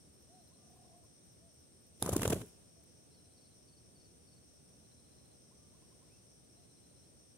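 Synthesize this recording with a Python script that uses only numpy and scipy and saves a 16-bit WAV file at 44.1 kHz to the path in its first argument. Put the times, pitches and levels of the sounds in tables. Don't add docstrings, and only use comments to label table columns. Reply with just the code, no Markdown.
import sys
import numpy as np
from scipy import signal
from scipy.fft import irfft
from scipy.io import wavfile
from scipy.ndimage import uniform_filter1d

SR = 44100
rng = np.random.default_rng(int(sys.argv[2]) if len(sys.argv) > 2 else 0)


def wav_record(signal):
    frames = np.transpose(np.atleast_2d(signal))
    bounded = np.clip(frames, -1, 1)
    quanta = np.round(bounded * 32767).astype(np.int16)
    wavfile.write(sys.argv[1], SR, quanta)


N = 325017
TIME = np.arange(N) / SR

# (frequency [Hz], side minus mid [dB])
WIDTH = [(60, -5.5), (500, -1.5), (1000, 2), (2000, -0.5), (4000, 1), (9000, -0.5), (13000, 0.5)]
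WING_WIDTH = [(60, -15), (600, -15.5), (1500, -7), (3000, 2), (5000, 2), (9000, 3), (13000, 0)]
# (time [s], half length of contact [s], feather snap [dB], vane slap [dB], shoved air [dB],
# pitch of the shove [Hz], left minus right [dB]); each layer trims these levels
WING_BEATS = [(2.0257, 0.00049, -27, -33.5, -33, 280, -.5), (2.063, 0.0014, -36, -39, -35.5, 192, 2),
              (2.0936, 0.0016, -35.5, -43, -27.5, 380, 5), (2.1331, 0.0045, -37.5, -42.5, -31.5, 116, 3),
              (2.166, 0.0015, -29.5, -39.5, -27.5, 280, -1), (2.196, 0.0018, -52, -45.5, -37, 134, 0),
              (2.2201, 0.0022, -38, -38.5, -41, 250, -8), (2.233, 0.0015, -35, -36.5, -31.5, 197, -2),
              (2.256, 0.0041, -43, -39.5, -31, 520, -3), (2.2785, 0.00059, -29, -42, -28, 112, -3),
              (2.3036, 0.0034, -35, -45.5, -30.5, 236, 0), (2.329, 0.0043, -39.5, -37, -24, 377, -2),
              (2.364, 0.0036, -62, -61, -35, 146, 0), (2.4168, 0.0034, -54, -53, -43, 128, -4)]
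BRAKE_S = (2.04, 2.225)
HOOT_HZ = (850, 1044, 1106)


def from_db(db):
    return 10 ** (np.asarray(db) / 20)


def rms_one(x):
    return x / np.sqrt(np.mean(x ** 2) + 1e-20)


def pan(db):
    return from_db(np.array([[db], [-db]]) / 2)


def at_hz(points, hz):
    f, value = np.transpose(points)
    return np.interp(np.log(hz + 1), np.log(f), value)


def noise(spectrum, width):
    hz = np.arange(N // 2 + 1) * SR / N + 1
    low_skirt = np.minimum(1, hz / spectrum[0][0]) ** 2
    high_skirt = np.minimum(1, spectrum[-1][0] / hz) ** 2
    mid, side = rng.standard_normal((2, len(hz))) + 1j * rng.standard_normal((2, len(hz)))
    spread = from_db(at_hz(width, hz))
    gain = from_db(at_hz(spectrum, hz)) * low_skirt * high_skirt / np.sqrt(1 + spread ** 2)
    return rms_one(irfft(gain * (mid + spread * side * [[1], [-1]]), N))


def drift(rate):
    return rms_one(np.interp(TIME * rate, np.arange(N), rng.standard_normal(N)))


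def bell(s, half):
    return np.exp(-np.clip((TIME - s) / half, -10, 10) ** 2 / 2)


def dying(s, decay_s):
    return (TIME > s) * np.exp(-np.clip((TIME - s) / decay_s, 0, 20))


def tone(hz):
    return np.sin(2 * np.pi * np.cumsum(hz) / SR)


def notes(rows, waver=0):
    out = np.zeros(N)
    wobble = 1 + waver + .003 * drift(80)
    for s, length, first, middle, last, db in rows:
        i = np.arange(max(0, int(s * SR)), min(N, int((s + length) * SR)))
        u = np.linspace(0, 1, len(i))
        arch = np.polyfit([0, .5, 1], [first, middle, last], 2)
        hz = np.polyval(arch, u) * wobble[i]
        out[i] += from_db(db) * np.sin(np.pi * u) * tone(hz)
    return out


def forest(x, t60, delay):
    t = np.arange(SR) / SR
    scatter = rng.standard_normal((2, SR)) * from_db(-60 * t / t60) * (1 - np.exp(-t / delay))
    scatter /= np.sqrt(np.sum(scatter ** 2, axis=1, keepdims=True))
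    return signal.fftconvolve(x * np.ones((2, 1)), scatter, axes=1)[:, :N]


def among_trees(song, echo_db=-8):
    return song * pan(0.43) + from_db(echo_db) * forest(song, t60=0.58, delay=0.011)


def far_air(level_db=-64):
    # (frequency [Hz], level [dB per Hz])
    air_colour = [(20, -28), (45, -16.5), (75, -0.5), (150, -2.5), (300, -7), (500, -11), (700, -15),
                  (850, -21.5), (1300, -24.5), (2000, -27.5), (4300, -25), (7000, -29.5), (10500, -29),
                  (13000, -33.5)]
    return from_db(level_db + 0.45 * drift(8)) * noise(air_colour, WIDTH) * pan(-0.33)


def insects(high_db=-69.0, low_db=-74.0, squeak_db=-78.5):
    # (frequency [Hz], level [dB per Hz])
    high_colour = [(6800, -33), (7800, -17), (8250, -6), (8700, -2.5), (9250, -6.5), (9700, -18),
                   (11000, -31)]
    low_colour = [(4600, -31), (5100, -10), (5500, -2.5), (5850, -2), (6250, -2), (6500, -16.5),
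                  (7000, -45)]
    high = from_db(high_db + 0.49 * drift(60)) * noise(high_colour, WIDTH) * pan(2.0)
    low = from_db(low_db + 1.45 * drift(30)) * noise(low_colour, WIDTH) * pan(-0.41)
    first_s, every_s, pair_s, count = .129, .2795, .063, 7
    starts = [first_s + n * every_s + k * pair_s for n in range(count) for k in (0, 1)]
    squeaks = notes([(s, .03, 12150, 12080, 11950, squeak_db) for s in starts])
    return high + low + squeaks * pan(3.0)


def bush_cricket(level_db=-70.0, echo_db=-6):
    # (time [s], delay [s])
    trill_delay = [(0, .008), (.55, -.018), (3.25, .025), (4.0, -.011), (4.85, -.021), (5.5, .003)]
    first_rest_s, trill_every_s, rest_s = .096, .22705, .028
    pulse_hz, low_hz, rise_hz, unevenness = 62.7, 4950, 950, .1
    delay = np.interp(TIME, *np.transpose(trill_delay))
    since_rest = (TIME - first_rest_s - delay) % trill_every_s
    from_nearest_rest = np.minimum(since_rest, trill_every_s - since_rest)
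    singing = uniform_filter1d(1. * (from_nearest_rest > rest_s), size=300)
    scrape = (since_rest * pulse_hz + unevenness * drift(40)) % 1
    hz = low_hz + rise_hz * scrape + 35 * drift(100)
    pressure = np.sin(np.pi * scrape) ** 3
    trill = from_db(level_db + drift(40)) * singing * pressure * tone(hz)
    return trill * pan(6.1) + from_db(echo_db) * forest(trill, t60=0.043, delay=0.0053)


def litter(decay_s=0.0029):
    # (time [s], level [dB])
    ticks = [(0.2234, -64), (1.8667, -61), (2.4618, -55), (2.484, -59), (2.8389, -61), (6.34, -67)]
    level = sum(from_db(db) * dying(s, decay_s) for s, db in ticks)
    return level * noise([(3000, -16), (7000, -10), (10500, 10), (15000, -3)], WIDTH)


def high_call(s, hold_s, db, hoot_s=.04, held_db=-7.0, spacing_s=0.076, slowing_s=.0055, count=4):
    held_hz = (1150, 1195, 1153)
    slur = (s, hoot_s, *HOOT_HZ, db)
    held = (s + hoot_s, hold_s, *held_hz, db + held_db)
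    hoots_s = s + hoot_s + hold_s
    hoots = [(hoots_s + k * spacing_s + k * k * slowing_s, hoot_s, *HOOT_HZ, db) for k in range(count)]
    return [slur, held] + hoots


def doves(high_coo_db=-1.5):
    # (start [s], length [s], top pitch [Hz], level [dB])
    coo_rows = [(0.268, 0.18, 742, -64.5), (0.867, 0.21, 710, -66.5), (1.363, 0.175, 675, -70),
                (2.739, .1, 680, -72.5), (3.213, 0.108, 690, -76), (3.844, .1, 706, -80),
                (6.543, .11, 711, -73.5)]
    # (start [s], length [s], first, middle, last pitch [Hz], level before the throb [dB])
    rolled_coo = [(.53, .56, 690, 719.5, 660, -71)]
    # (start [s], hold [s], level before the trim [dB])
    high_calls = [(0.504, .205, -73.5), (5.505, .185, -72.5)]
    first_share, last_share = .72, .758
    coos = [(s, length, first_share * hz, hz, last_share * hz, db) for s, length, hz, db in coo_rows]
    roll_hz = np.interp(TIME, [.62, .95], [24, 47])
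    throb = 2 * np.pi * np.cumsum(roll_hz) / SR
    bend = .06 * np.cos(throb) + .006 * drift(50)
    rolled = (1 + np.sin(throb)) * notes(rolled_coo, waver=bend)
    hoots = [note for call in high_calls for note in high_call(*call)]
    return among_trees(notes(coos) + rolled + from_db(high_coo_db) * notes(hoots))


def field_cricket(pitch_hz=4080, direct_db=-1.0, echo_db=-8):
    # (first chirp [s], count, level before direct and echo trims [dB])
    chirp_runs = [(.345, 4, -75), (3.125, 7, -74.5), (4.856, 8, -75), (6.575, 8, -76)]
    spacing_s, half_s, waver_hz = .0665, .011, 30
    level = sum(from_db(db) * bell(s + k * spacing_s, half_s)
                for s, count, db in chirp_runs for k in range(round(count)))
    chirps = level * tone(pitch_hz + waver_hz * drift(150))
    echo = from_db(echo_db) * forest(chirps, t60=0.38, delay=0.012)
    return (from_db(direct_db) * chirps + echo) * pan(5.9)


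def effort(rise_db_per_s, release_s):
    full_from_s, full_to_s = 2.033, 2.33
    early = np.maximum(full_from_s - TIME, 0)
    late = np.maximum(TIME - full_to_s, 0)
    return from_db(np.maximum(-rise_db_per_s * early, -200)) * np.exp(-np.minimum(late / release_s, 10) ** 2 / 2)


def flutter(rustle_db=-51.0, braking_rustle_db=-48.5, rush_db=-42.0):
    # (frequency [Hz], level [dB per Hz])
    rustle_colour = [(1200, -23), (2200, -9), (3300, -6.5), (4600, -11), (6500, -7), (7900, -2.5),
                     (9600, -2), (10600, -2.5), (12000, -8), (13800, -9), (15300, -13), (16300, -25)]
    rush_colour = [(35, -22), (55, 4), (90, 8.5), (250, 2), (500, -4), (800, -14.5), (1200, -22),
                   (1900, -26), (4000, -56)]
    grains = rms_one(from_db(3 * drift(1400) + 1.5 * drift(150)))
    rustle = from_db(np.interp(TIME, BRAKE_S, [rustle_db, braking_rustle_db]))
    rustle = rustle * effort(rise_db_per_s=380, release_s=0.051) * grains
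    rush = from_db(rush_db) * effort(rise_db_per_s=750, release_s=0.063)
    return rustle * noise(rustle_colour, WING_WIDTH) + rush * noise(rush_colour, WING_WIDTH)


def swing(s, hz, cycles):
    return bell(s, cycles / hz) * np.sin(2 * np.pi * hz * (TIME - s))


def strokes(push_db=2.0, cycles=0.54, lead_s=0.0011, recoil_db=-7, recoil_s=0.00944, recoil_hz=140):
    out = np.zeros(N)
    for s, _, _, _, db, hz, _ in WING_BEATS:
        out += from_db(db + push_db) * swing(s - lead_s, hz, cycles)
        out += from_db(db + recoil_db) * swing(s + recoil_s, recoil_hz, cycles)
    return out * pan(-0.94)


def claps(snap_db=-0.5, slap_db=-12.0, braking_slap_db=0.5, puff_db=-4.5, shiver_db=-17):
    # (frequency [Hz], level [dB per Hz])
    feather_colour = [(2400, -58), (3000, -19), (3700, -10.5), (4600, -11.5), (6500, -2), (7900, -2.5),
                      (9300, -1), (10400, 2.5), (11500, -3.5), (13500, -11), (15300, -11), (16500, -26)]
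    slap_colour = [(900, -4), (1500, 3), (2100, -2.5), (3100, 1.5), (4500, -12.5), (8000, -6.5)]
    puff_colour = [(100, -30), (220, -4), (380, 0), (620, -4), (820, -15), (1250, -26), (2200, -40)]
    puff_half_s, puff_spread, shiver_s = 0.0028, 0.89, 0.012
    snap, slap, puff = np.zeros((2, N)), np.zeros(N), np.zeros(N)
    for s, half, feather_db, vane_db, air_db, _, side_db in WING_BEATS:
        contact = bell(s, half) + from_db(shiver_db) * dying(s, shiver_s)
        flat_db = np.interp(s, BRAKE_S, [slap_db, braking_slap_db])
        snap += (from_db(feather_db) * contact * pan(side_db)) ** 2
        slap += (from_db(vane_db + flat_db) * contact) ** 2
        puff += (from_db(air_db) * bell(s, np.hypot(puff_half_s, puff_spread * half))) ** 2
    return (from_db(snap_db) * np.sqrt(snap) * noise(feather_colour, WING_WIDTH)
            + np.sqrt(slap) * noise(slap_colour, WING_WIDTH)
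            + from_db(puff_db) * np.sqrt(puff) * noise(puff_colour, WING_WIDTH))


def quills(hardest_db=-25, growth=6.6):
    # (frequency [Hz], relative level [dB])
    shaft_rings = [(3750, -4), (4400, -11), (5100, -9), (9150, 0), (10300, -1), (13300, -8)]
    half_s, detune = .00055, .01
    out = np.zeros((2, N))
    hardest = max(beat[2] for beat in WING_BEATS)
    for s, _, snap_db, _, _, _, side_db in WING_BEATS:
        i = np.flatnonzero(np.abs(TIME - s) < 10 * half_s)
        t = TIME[i] - s - np.array([[0], [1]]) / SR
        ring = 0
        for hz, db in shaft_rings:
            ring_hz = hz * (1 + detune * rng.standard_normal())
            ring = ring + from_db(db) * np.cos(2 * np.pi * ring_hz * t + 2 * np.pi * rng.random())
        level = from_db(hardest_db + growth * (snap_db - hardest))
        out[:, i] += level * ring * bell(s, half_s)[i] * pan(side_db)
    return out * pan(2.5)


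def swishes(wake_db=-1.0, sweep_db=-13, braking_sweep_db=-19):
    # (frequency [Hz], level [dB per Hz])
    swish_colour = [(450, 3), (700, 0.5), (1000, 1.5), (1300, -3.5), (1600, -8.5), (2200, -19)]
    sweep_lead_s, sweep_half_s, wake_half_s, wake_spread = .015, 0.0042, 0.0017, 0.64
    sweep, wake = np.zeros(N), np.zeros(N)
    for s, _, _, _, air_db, _, _ in WING_BEATS[1:]:
        sweep += (from_db(air_db) * bell(s - sweep_lead_s, sweep_half_s)) ** 2
    sweep *= from_db(np.interp(TIME, BRAKE_S, [sweep_db, braking_sweep_db])) ** 2
    for s, half, _, vane_db, *_ in WING_BEATS:
        wake += (from_db(vane_db + wake_db) * bell(s, np.hypot(wake_half_s, wake_spread * half))) ** 2
    return np.sqrt(sweep + wake) * noise(swish_colour, WING_WIDTH)


def wing_hum():
    # (start [s], length [s], first, middle, last pitch [Hz], level [dB])
    hum = [(2.408, 0.048, 414, 416, 421, -49.5)]
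    return notes(hum)


def small_birds(trim_db=-2):
    # (start [s], count, level before the trim [dB])
    chip_runs = [(3.132, 1, -69), (3.36, 3, -70), (3.672, 3, -69), (3.949, 3, -68), (4.265, 3, -69.5)]
    # (start [s], length [s], first, middle, last pitch [Hz], level before the trim [dB])
    whistle = [(6.075, .11, 1840, 2600, 2560, -75)]
    spacing_s, length_s, first_hz, last_hz = .045, .038, 4770, 4160
    middle_hz = (first_hz + last_hz) / 2
    chips = [(s + k * spacing_s, length_s, first_hz, middle_hz, last_hz, db)
             for s, count, db in chip_runs for k in range(round(count))]
    return among_trees(from_db(trim_db) * notes(chips + whistle))


def scene():
    clearing = far_air() + insects() + bush_cricket() + litter() + doves() + field_cricket() + small_birds()
    wings = flutter() + claps() + quills() + swishes() + wing_hum()
    bright = signal.sosfilt(signal.butter(1, 2500, "high", fs=SR, output="sos"), wings)
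    bright_echo = from_db(-17) * forest(bright, t60=0.68, delay=0.007)
    full_echo = from_db(-27.0) * forest(wings, t60=0.97, delay=0.023)
    return clearing + wings + strokes() + bright_echo + full_echo


def record(dry):
    lean = signal.sosfilt(signal.butter(2, 35, "high", fs=SR, output="sos"), dry)
    return signal.sosfilt(signal.ellip(10, .1, 80, 15900, fs=SR, output="sos"), lean)


dry = scene()
out = record(dry)
wav_record(out)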